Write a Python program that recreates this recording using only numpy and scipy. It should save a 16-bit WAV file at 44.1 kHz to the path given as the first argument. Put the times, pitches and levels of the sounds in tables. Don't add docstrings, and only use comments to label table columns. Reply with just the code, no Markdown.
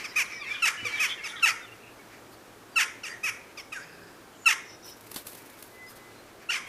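import sys
import numpy as np
from scipy import signal
from scipy.fft import rfft, irfft
from scipy.io import wavfile
from scipy.ndimage import uniform_filter1d

SR = 44100
rng = np.random.default_rng(int(sys.argv[2]) if len(sys.argv) > 2 else 0)


def attenuation_scalar(level_db):
    decades = np.asarray(level_db, float) / 20
    return 10 ** decades


def transcribe(signal):
    frames = np.atleast_2d(signal).T
    limited = np.clip(frames, -1, 1)
    pcm = np.round(limited * 32767).astype(np.int16)
    wavfile.write(sys.argv[1], SR, pcm)


N = 294588

# (time [s], level [dB])
COLONY_LEVEL = [
    (0, -40),
    (.4, -46),
    (1, -43.5),
    (1.4, -46),
    (1.7, -56.5),
    (2.1, -67),
    (6.68, -62.5),
]
RASP_SHARE = .1


def rms_one(x):
    return x / np.sqrt(np.mean(x ** 2) + 1e-20)


def at_hz(points, hz):
    points = np.array(points)
    return np.interp(np.log(hz), np.log(points[:, 0]), points[:, 1])


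def in_time(rows):
    s, level_db = np.transpose(rows)
    return np.interp(np.arange(N) / SR, s, level_db, left=-120, right=-120)


def wobble(size, hz):
    knots = rng.standard_normal(size // 8 + 2)
    places = np.arange(size) * min(2 * hz / SR, 1 / 8)
    return np.interp(places, np.arange(len(knots)), knots) * 1.22


def coloured(x, spectrum):
    hz = np.maximum(np.fft.rfftfreq(x.shape[-1], 1 / SR), 1)
    return irfft(rfft(x) * attenuation_scalar(at_hz(spectrum, hz)), x.shape[-1])


def add(out, s, piece):
    i = int(s * SR)
    out[i:i + len(piece)] += piece[:N - i]


def glide(length, places, pitches_hz):
    size = 2 * int(length * SR / 2)
    path = np.interp(np.arange(size) / size, places, pitches_hz)
    return uniform_filter1d(path, size // 6, mode="nearest")


def note(hz, throat, rough, rise, fall, upper_db=0, swell_db=0, half_db=0, dull_db=0, closing=0):
    size = len(hz)
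    t, part = np.arange(size) / SR, np.arange(size) / size
    shake = np.clip(rough * (.3 + 1.2 * part), 0, .6)
    hz = hz * (1 + 0.0887 * shake * wobble(size, hz=260.2))
    phase = 2 * np.pi * np.cumsum(hz) / SR
    k = np.arange(1, 36)[:, None]
    partial_hz = k * hz
    upper = upper_db * np.exp(-(np.log(partial_hz / 5300) / 0.22) ** 2)
    halves = half_db * (k % 2) * np.clip(1 - 1.85 * part, 0, 1)
    patches = 11 * shake * np.array([wobble(size, hz=60) for _ in k])
    muffling = dull_db * np.clip(np.log2(partial_hz / 5600), 0, 1)
    resonance = at_hz(throat, partial_hz * (1 + closing * part))
    weights = attenuation_scalar(resonance + upper + halves + patches - muffling) * (partial_hz < 16000)
    tone = (weights * np.cos(k * phase + rng.uniform(0, 3.6, k.shape))).sum(axis=0)
    tone = tone / np.sqrt((weights ** 2).sum(axis=0) / 2)
    gate = (.5 + .5 * np.cos(phase)) ** 0.33
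    breath = rms_one(coloured(gate * rng.standard_normal(size), throat))
    uneven = attenuation_scalar(5.72 * shake * wobble(size, hz=188.3))
    edges = np.clip(t / rise, 0, 1) * np.clip((size / SR - t) / fall, 0, 1)
    shape = edges * attenuation_scalar(swell_db * part)
    return shape * uneven * (np.sqrt(1 - shake) * tone + np.sqrt(shake) * breath)


def strand(length, first_hz, last_hz, hoarse_hz):
    size = int(length * SR)
    phase = 2 * np.pi * np.cumsum(np.linspace(first_hz, last_hz, size)) / SR
    steady = 60.0 / hoarse_hz
    flutter = attenuation_scalar(min(hoarse_hz / 20, 2.5) * wobble(size, hz=43.6))
    in_phase = (steady + wobble(size, hoarse_hz)) * np.sin(phase)
    quadrature = wobble(size, hoarse_hz) * np.cos(phase)
    return rms_one(flutter * (in_phase + quadrature))


def town():
    # (frequency [Hz], density [dB per Hz])
    traffic = [(15, -66), (25, -13.5), (75, -14), (113, -11.5), (173, -10.5), (340, -4), (389, -4.5),
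               (722, -10), (1660, -12.5), (2010, -19), (6210, -25), (7100, -25.5), (15500, -30)]
    # (frequency [Hz], bandwidth [Hz], level [dB])
    drones = [(110.4, 19, -67.5)]
    noise = rng.standard_normal((2, N))
    side = coloured(noise[1], [(60, -10), (300, -13), (2000, -12), (14000, -9)])
    stereo = coloured(noise[0] + side * [[1], [-1]], traffic)
    out = attenuation_scalar(-51 + wobble(N, hz=2.17) / 2) * rms_one(stereo)
    for hz, width_hz, level_db in drones:
        phase = 2 * np.pi * hz * np.arange(N) / SR
        in_phase = wobble(N, width_hz / 2) * np.sin(phase)
        out = out + attenuation_scalar(level_db) * (in_phase + wobble(N, width_hz / 2) * np.cos(phase))
    return out


def murmur():
    spectrum = [(500, -21), (1300, -9.5), (2300, -0.5), (3500, -17.5), (4500, -13.0), (5600, -14), (9000, -26.5)]
    voices = rms_one(coloured(rng.standard_normal(N), spectrum))
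    return attenuation_scalar(in_time(COLONY_LEVEL) - 1.5 + 4.2 * wobble(N, hz=7.7)) * voices


def heads():
    # (time [s], length [s], first pitch [Hz], last pitch [Hz], level [dB])
    calls = [(0.038, 0.032, 1314, 1040, -33.5), (0.619, 0.033, 1390, 1273, -22.5),
             (0.845, 0.036, 1270, 1100, -31.5), (1.236, 0.0399, 1368, 1113, -34),
             (1.424, 0.0299, 1387, 1281, -19), (2.757, 0.029, 1394, 1288, -21.5),
             (3.032, 0.036, 1430, 1043, -34), (3.57, 0.0517, 1247, 948, -38.5),
             (3.719, 0.023, 1305, 1206, -34), (4.456, 0.027, 1387, 1286, -16.5),
             (6.488, 0.02, 1295, 1487, -24.5), (6.663, 0.027, 1085, 1060, -40.5)]
    # (frequency [Hz], level [dB])
    throat = [(500, -21), (1300, -9), (2700, 2), (4000, -19.5), (5400, -15), (6800, -16), (10000, -12.5),
              (15000, -17)]
    notes = []
    for s, length, first_hz, last_hz, level_db in calls:
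        far_db, sag = max(-29.5 - level_db, 0), 1 - last_hz / first_hz
        gape_db = np.clip(133.5 * (sag - 0.082), -5, 13.5)
        hz = glide(length, [0, .2, 1], [1.1 * first_hz, .85 * first_hz + .15 * last_hz, last_hz])
        piece = note(hz, throat, rough=.025 * (0.5 + 0.8 * far_db),
                     rise=0.0097 - 0.015 * max(sag - .1, 0), fall=0.0015 + 0.0021 * far_db,
                     upper_db=gape_db, swell_db=5.5 - 36.5 * abs(sag),
                     dull_db=15 + far_db + 10 * (sag < 0))
        notes.append((s, level_db, -8, piece))
    return notes


def rasps():
    # (time [s], length [s], pitch [Hz], level [dB])
    calls = [(0.049, 0.084, 5090, -48), (.42, 0.12, 2540, -47), (0.501, 0.108, 3395, -43.5),
             (0.933, 0.16, 3186, -37.5), (1.083, 0.071, 3320, -33), (1.255, 0.077, 3486, -44),
             (1.354, 0.06, 3490, -40.5), (1.775, 0.18, 2600, -55), (2.312, .063, 4470, -61),
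             (3.071, 0.1206, 1880, -42), (4.30, 0.33, 7050, -62), (4.312, 0.064, 3130, -60.5)]
    return [(s, length, hz, hz, level_db, RASP_SHARE * hz) for s, length, hz, level_db in calls]


def slurs():
    # (time [s], length [s], first pitch [Hz], last pitch [Hz], level [dB])
    calls = [
        (0.097, 0.052, 1075, 925, -53),
        (0.387, 0.086, 1297, 993, -43),
        (0.449, 0.134, 1930, 1565, -43),
        (0.853, .12, 1500, 1303, -48.5),
        (0.901, 0.14, 2080, 1627, -44.5),
        (4.443, 0.015, 1550, 1270, -51),
    ]
    # (frequency [Hz], level [dB])
    throat = [(1000, -7), (1700, -1.5), (2300, 1.5), (3500, -6), (5000, -8.5), (8000, -33.5)]
    rows = []
    for s, length, first_hz, last_hz, level_db in calls:
        for k in range(1, 5):
            throat_db = at_hz(throat, k * (first_hz + last_hz) / 2)
            rows.append((s, length, k * first_hz, k * last_hz, level_db + throat_db, k * 40))
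    return rows


def arches():
    # (time [s], top pitch [Hz], last pitch [Hz], level [dB])
    calls = [
        (.157, 641.6, 415.3, -22.5),
        (0.994, 654, 443, -23),
        (3.231, 661.4, 393.7, -27),
    ]
    # (frequency [Hz], level [dB])
    throat = [(500, -28), (1250, -11), (1800, -5.5), (2500, 6), (3100, -11.5), (4000, -24), (5600, -7.5),
              (7500, -19), (11000, -20.5), (15000, -18.5)]
    notes = []
    for s, top_hz, last_hz, level_db in calls:
        hz = glide(.078, [0, .2, .4, 1], [.89 * top_hz, top_hz, .94 * top_hz, last_hz])
        piece = note(hz, throat, rough=.10, rise=.010, fall=0.014, swell_db=-3.0, half_db=-14.5)
        notes.append((s, level_db, .1, piece))
    return notes


def whistles():
    # (time [s], length [s], first pitch [Hz], last pitch
    # [Hz], level [dB])
    glides = [(0.302, 0.11, 2310, 2294, -39.5), (0.446, 0.074, 1960, 2400, -35),
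              (0.505, 0.0258, 2321, 2399, -28.5), (0.534, 0.079, 2420, 2400, -38.5),
              (0.765, 0.097, 2960, 2950, -41), (0.807, 0.13, 2350, 2286, -38.5),
              (0.901, 0.1057, 2300, 2324, -32.5), (1.179, .12, 2050, 2350, -41),
              (1.618, 0.045, 3750, 3460, -47.5), (1.709, 0.0316, 2700, 2824, -48.5),
              (1.966, 0.064, 2250, 2208, -57), (2.71, 0.097, 4900, 4350, -56),
              (3.084, 0.064, 4750, 4720, -50.5), (3.746, 0.05, 1764, 1370, -38.5),
              (.235, .04, 4930, 3500, -51.5), (.86, .04, 2373, 1938, -39), (4.404, 0.0495, 7300, 6630, -56),
              (5.86, 0.052, 5000, 5100, -53), (6.14, 0.083, 4150, 4100, -60)]
    # (time [s], length [s], level [dB])
    piping = [
        (5.70, .2, -55),
        (5.79, .11, -54),
        (5.90, .30, -60),
    ]
    rows = [(*row, 28) for row in glides]
    return rows + [(s, length, 2022, 2022, level_db, 8) for s, length, level_db in piping]


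def chance_calls():
    colony_db = in_time(COLONY_LEVEL)
    rows = []
    for when, long, fall, height in rng.random((44, 4)):
        s, hz = .25 + 1.45 * when, 1300 * 2.8 ** height
        level_db = colony_db[int(s * SR)] - 3
        rows.append((s, .04 + .09 * long, hz, hz * (.95 - .2 * fall), level_db, 60))
    return rows


def churrs():
    # (time [s], length [s], level [dB])
    calls = [
        (0.286, .14, -50),
        (4.636, 0.148, -54),
        (4.817, 0.14, -49.5),
    ]
    # (frequency [Hz], level [dB])
    partials = [(5804, -2.5), (5310, -0.5), (4380, -16.5), (3774, -11.5), (3000, -13)]
    return [(s, length, 1.01 * hz, .99 * hz, level_db + partial_db, 190)
            for s, length, level_db in calls for hz, partial_db in partials]


def engine():
    # time [s], length [s], first frequency [Hz], last frequency [Hz], level [dB]
    motor = (3.72, 0.51, 156, 180, -60.5)
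    return [(*motor, 4)]


def yard():
    # (frequency [Hz], level [dB])
    bands = [(1640, -48), (2520, -53.5), (4950, -55.5)]
    start_s, t60_s = 3.78, 1.35
    out, t = np.zeros(N), np.arange(SR // 2) / SR
    for hz, level_db in bands:
        decay = attenuation_scalar(level_db - 60 * t / t60_s) * np.clip(t / 0.027, 0, 1)
        add(out, start_s, decay * strand(.5, hz, hz, RASP_SHARE * hz))
    return out


def far_sources():
    out = murmur() + yard()
    partials = rasps() + slurs() + whistles() + chance_calls() + churrs() + engine()
    for s, length, first_hz, last_hz, level_db, hoarse_hz in partials:
        tone = strand(length, first_hz, last_hz, hoarse_hz)
        add(out, s, attenuation_scalar(level_db) * tone * np.sqrt(np.hanning(len(tone))))
    return out


def tails():
    # (time [s], length [s], last pitch [Hz], level [dB])
    calls = [
        (0.651, 0.064, 442.6, -21),
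        (0.878, 0.0321, 600, -36),
        (1.262, 0.044, 444.3, -38),
        (1.454, 0.071, 540, -20.5),
        (2.784, 0.071, 394.4, -21),
        (3.055, 0.0495, 600, -36.5),
        (3.732, 0.058, 625, -41.5),
        (4.482, 0.069, 464, -20.5),
        (6.502, 0.092, 480, -27.5),
    ]
    # (frequency [Hz], level [dB])
    throat = [(400, -45), (950, -13), (1480, -6), (2700, 4.5), (4000, -16), (5700, -7.5), (7500, -13),
              (11000, -20.5), (15000, -20)]
    first_hz, full_s = 999.4, .065
    notes = []
    for s, length, last_hz, level_db in calls:
        plunge = glide(length, [0, .013 / length, .034 / length, 1], [0.935, .84, .27, 0.0093])
        hz = last_hz + (first_hz - last_hz) * plunge
        rough = 0.314 + 20 * max(full_s - length, 0)
        dull_db = 280 * max(length - full_s, 0)
        piece = note(hz, throat, rough, rise=0.0054, fall=0.033, swell_db=-4.5, dull_db=dull_db, closing=0.18)
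        notes.append((s, level_db, 1.5, piece))
    return notes


def jackdaws():
    direct, to_walls = np.zeros((2, N))
    for s, level_db, send_db, piece in heads() + arches() + tails():
        far_send_db = 0.549 * max(-18.5 - level_db, 0)
        add(direct, s, attenuation_scalar(level_db) * piece)
        add(to_walls, s, attenuation_scalar(level_db + send_db + far_send_db) * piece)
    return direct, to_walls


def walls(x):
    # (frequency [Hz], decay time t60 [s], level [dB])
    bands = [(600, 0.26, -19), (1100, 0.5, -10.5), (1489, 0.35, -3.5), (2150, 0.47, -4.5), (3230, 0.46, -7),
             (4380, 0.38, -9.5), (6030, 0.39, -7.5), (8600, 0.32, -9)]
    t = np.arange(SR) / SR
    mid, side = rng.standard_normal((2, SR))
    scatter = mid + .25 * side * [[1], [-1]]
    answer = 0
    for hz, t60, level_db in bands:
        sos = signal.butter(2, [hz / 1.333, hz * 1.23], "band", fs=SR, output="sos")
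        decay = attenuation_scalar(-60 * t / t60) * np.clip((t - .006) / 0.0052, 0, 1)
        gain = attenuation_scalar(level_db) / np.sqrt(np.sum(decay ** 2))
        answer = answer + gain * signal.sosfilt(sos, scatter) * decay
    return signal.fftconvolve(x[None], answer, axes=1)[:, :N]


def thump():
    # (time [s], frequency [Hz], level [dB], decay time t60 [s])
    modes = [
        (0.828, 108, -46, 0.37),
        (.829, 240, -36, 0.037),
        (0.851, 488.2, -38, 0.194),
    ]
    out, t = np.zeros(N), np.arange(SR // 4) / SR
    for s, hz, level_db, t60 in modes:
        decay = attenuation_scalar(level_db - 60 * t / t60) * np.clip(t / 0.0023, 0, 1)
        add(out, s, decay * np.sin(2 * np.pi * hz * t))
    return out


def wings():
    # (time [s], peak [dB], low band against the peak [dB])
    claps = [(5.01, -38, -19), (5.116, -25, -15), (5.1445, -26.5, -18), (5.1615, -23, -4.5),
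             (5.167, -23.5, -13), (5.27, -22.5, -18), (5.2834, -44, -4), (5.332, -34, -8.5),
             (5.3509, -36, -6), (5.4999, -38, -14), (5.6261, -27, -15)]
    # (time [s], peak [dB], width [s])
    strokes = [(2.325, -45, 0.019), (4.86, -38, 0.0192), (4.895, -38, 0.0147), (4.97, -44.5, 0.0074),
               (5.07, -39, 0.0066), (5.18, -50.5, 0.0097), (5.38, -43, 0.0092), (5.46, -43, .008),
               (5.54, -50.5, .008), (5.59, -43.5, 0.021), (5.70, -50, 0.021), (5.75, -48.5, 0.013),
               (5.90, -38.5, 0.0214), (5.964, -39.5, 0.0126)]
    # (time [s], level [dB])
    rustle = [
        (4.75, -75),
        (4.93, -63.5),
        (5.242, -49.5),
        (5.592, -59.5),
        (5.708, -62.5),
        (6.1, -73),
    ]
    bright, low = np.zeros((2, N))
    t = np.arange(SR // 16) / SR
    beats = [(*clap, .0025) for clap in claps]
    beats += [(s, peak_db, -11.5, width) for s, peak_db, width in strokes]
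    for s, peak_db, low_db, width in beats:
        bell = np.exp(-((t - 1.22 * width) / width) ** 2)
        burst = bell + 0.29 * np.clip(t / width - 1, 0, 1) * np.exp(-t / 0.036)
        add(bright, s - width, attenuation_scalar(peak_db - 12.0) * burst)
        add(low, s - 0.78 * width, attenuation_scalar(peak_db + low_db - 8) * burst)
    bright = bright + attenuation_scalar(in_time(rustle) - 1.5 + 3.0 * wobble(N, hz=45))
    air = rng.standard_normal((3, N))
    hiss = coloured(air[0] + .35 * air[1] * [[1], [-1]],
                    [(3000, -5.5), (7000, -5), (11500, 1.0), (14500, -1.0), (16000, -1.0)])
    slap = coloured(air[2], [(150, -5), (400, 2.5), (1200, -8), (2000, -8.0), (4500, -2), (7000, -13), (10000, -20)])
    return bright * rms_one(hiss) + low * rms_one(slap)


def scene():
    near, to_walls = jackdaws()
    far = far_sources()
    direct = (near + far) * attenuation_scalar(np.array([[-.25], [.25]]))
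    early = .2 * np.gradient(near) * [[1], [-1]]
    return direct + early + walls(to_walls + attenuation_scalar(0.5) * far) + wings() + thump() + town()


def narrowed(x):
    mid, side = (x[0] + x[1]) / 2, (x[0] - x[1]) / 2
    frames = signal.stft([mid, side], nperseg=2048)[2]
    mid_power, side_power = np.abs(frames) ** 2
    treble_weight = np.linspace(.5, 60, 1025)[:, None]
    loud_db = 10 * np.log10((mid_power * treble_weight).sum(axis=0) + 1e-14)
    band_db = 10 * np.log10(uniform_filter1d(side_power, size=16, axis=0) + 1e-14)
    kept = np.clip(np.maximum(loud_db + 29, band_db + 76) / 2, 0, 1)
    side = signal.istft(frames[1] * kept, nperseg=2048)[1][:N]
    return np.array([mid + side, mid - side])


def top_cut(x):
    return signal.sosfilt(signal.butter(12, 15740, fs=SR, output="sos"), x)


def record(dry):
    cut = signal.sosfilt(signal.cheby2(12, 60, 16000, fs=SR, output="sos"), dry)
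    voice = signal.sosfilt(signal.butter(2, [1000, 4000], "band", fs=SR, output="sos"), cut[0])
    level_db = 10 * np.log10(uniform_filter1d(voice ** 2, 1500) + 1e-12)
    body = signal.sosfiltfilt(signal.butter(8, 13200, fs=SR, output="sos"), cut)
    kept = body + (cut - body) * attenuation_scalar(-4.0 * np.clip(level_db + 45.0, 0, 12))
    return top_cut(narrowed(kept))


dry = scene()
out = record(dry)
transcribe(out)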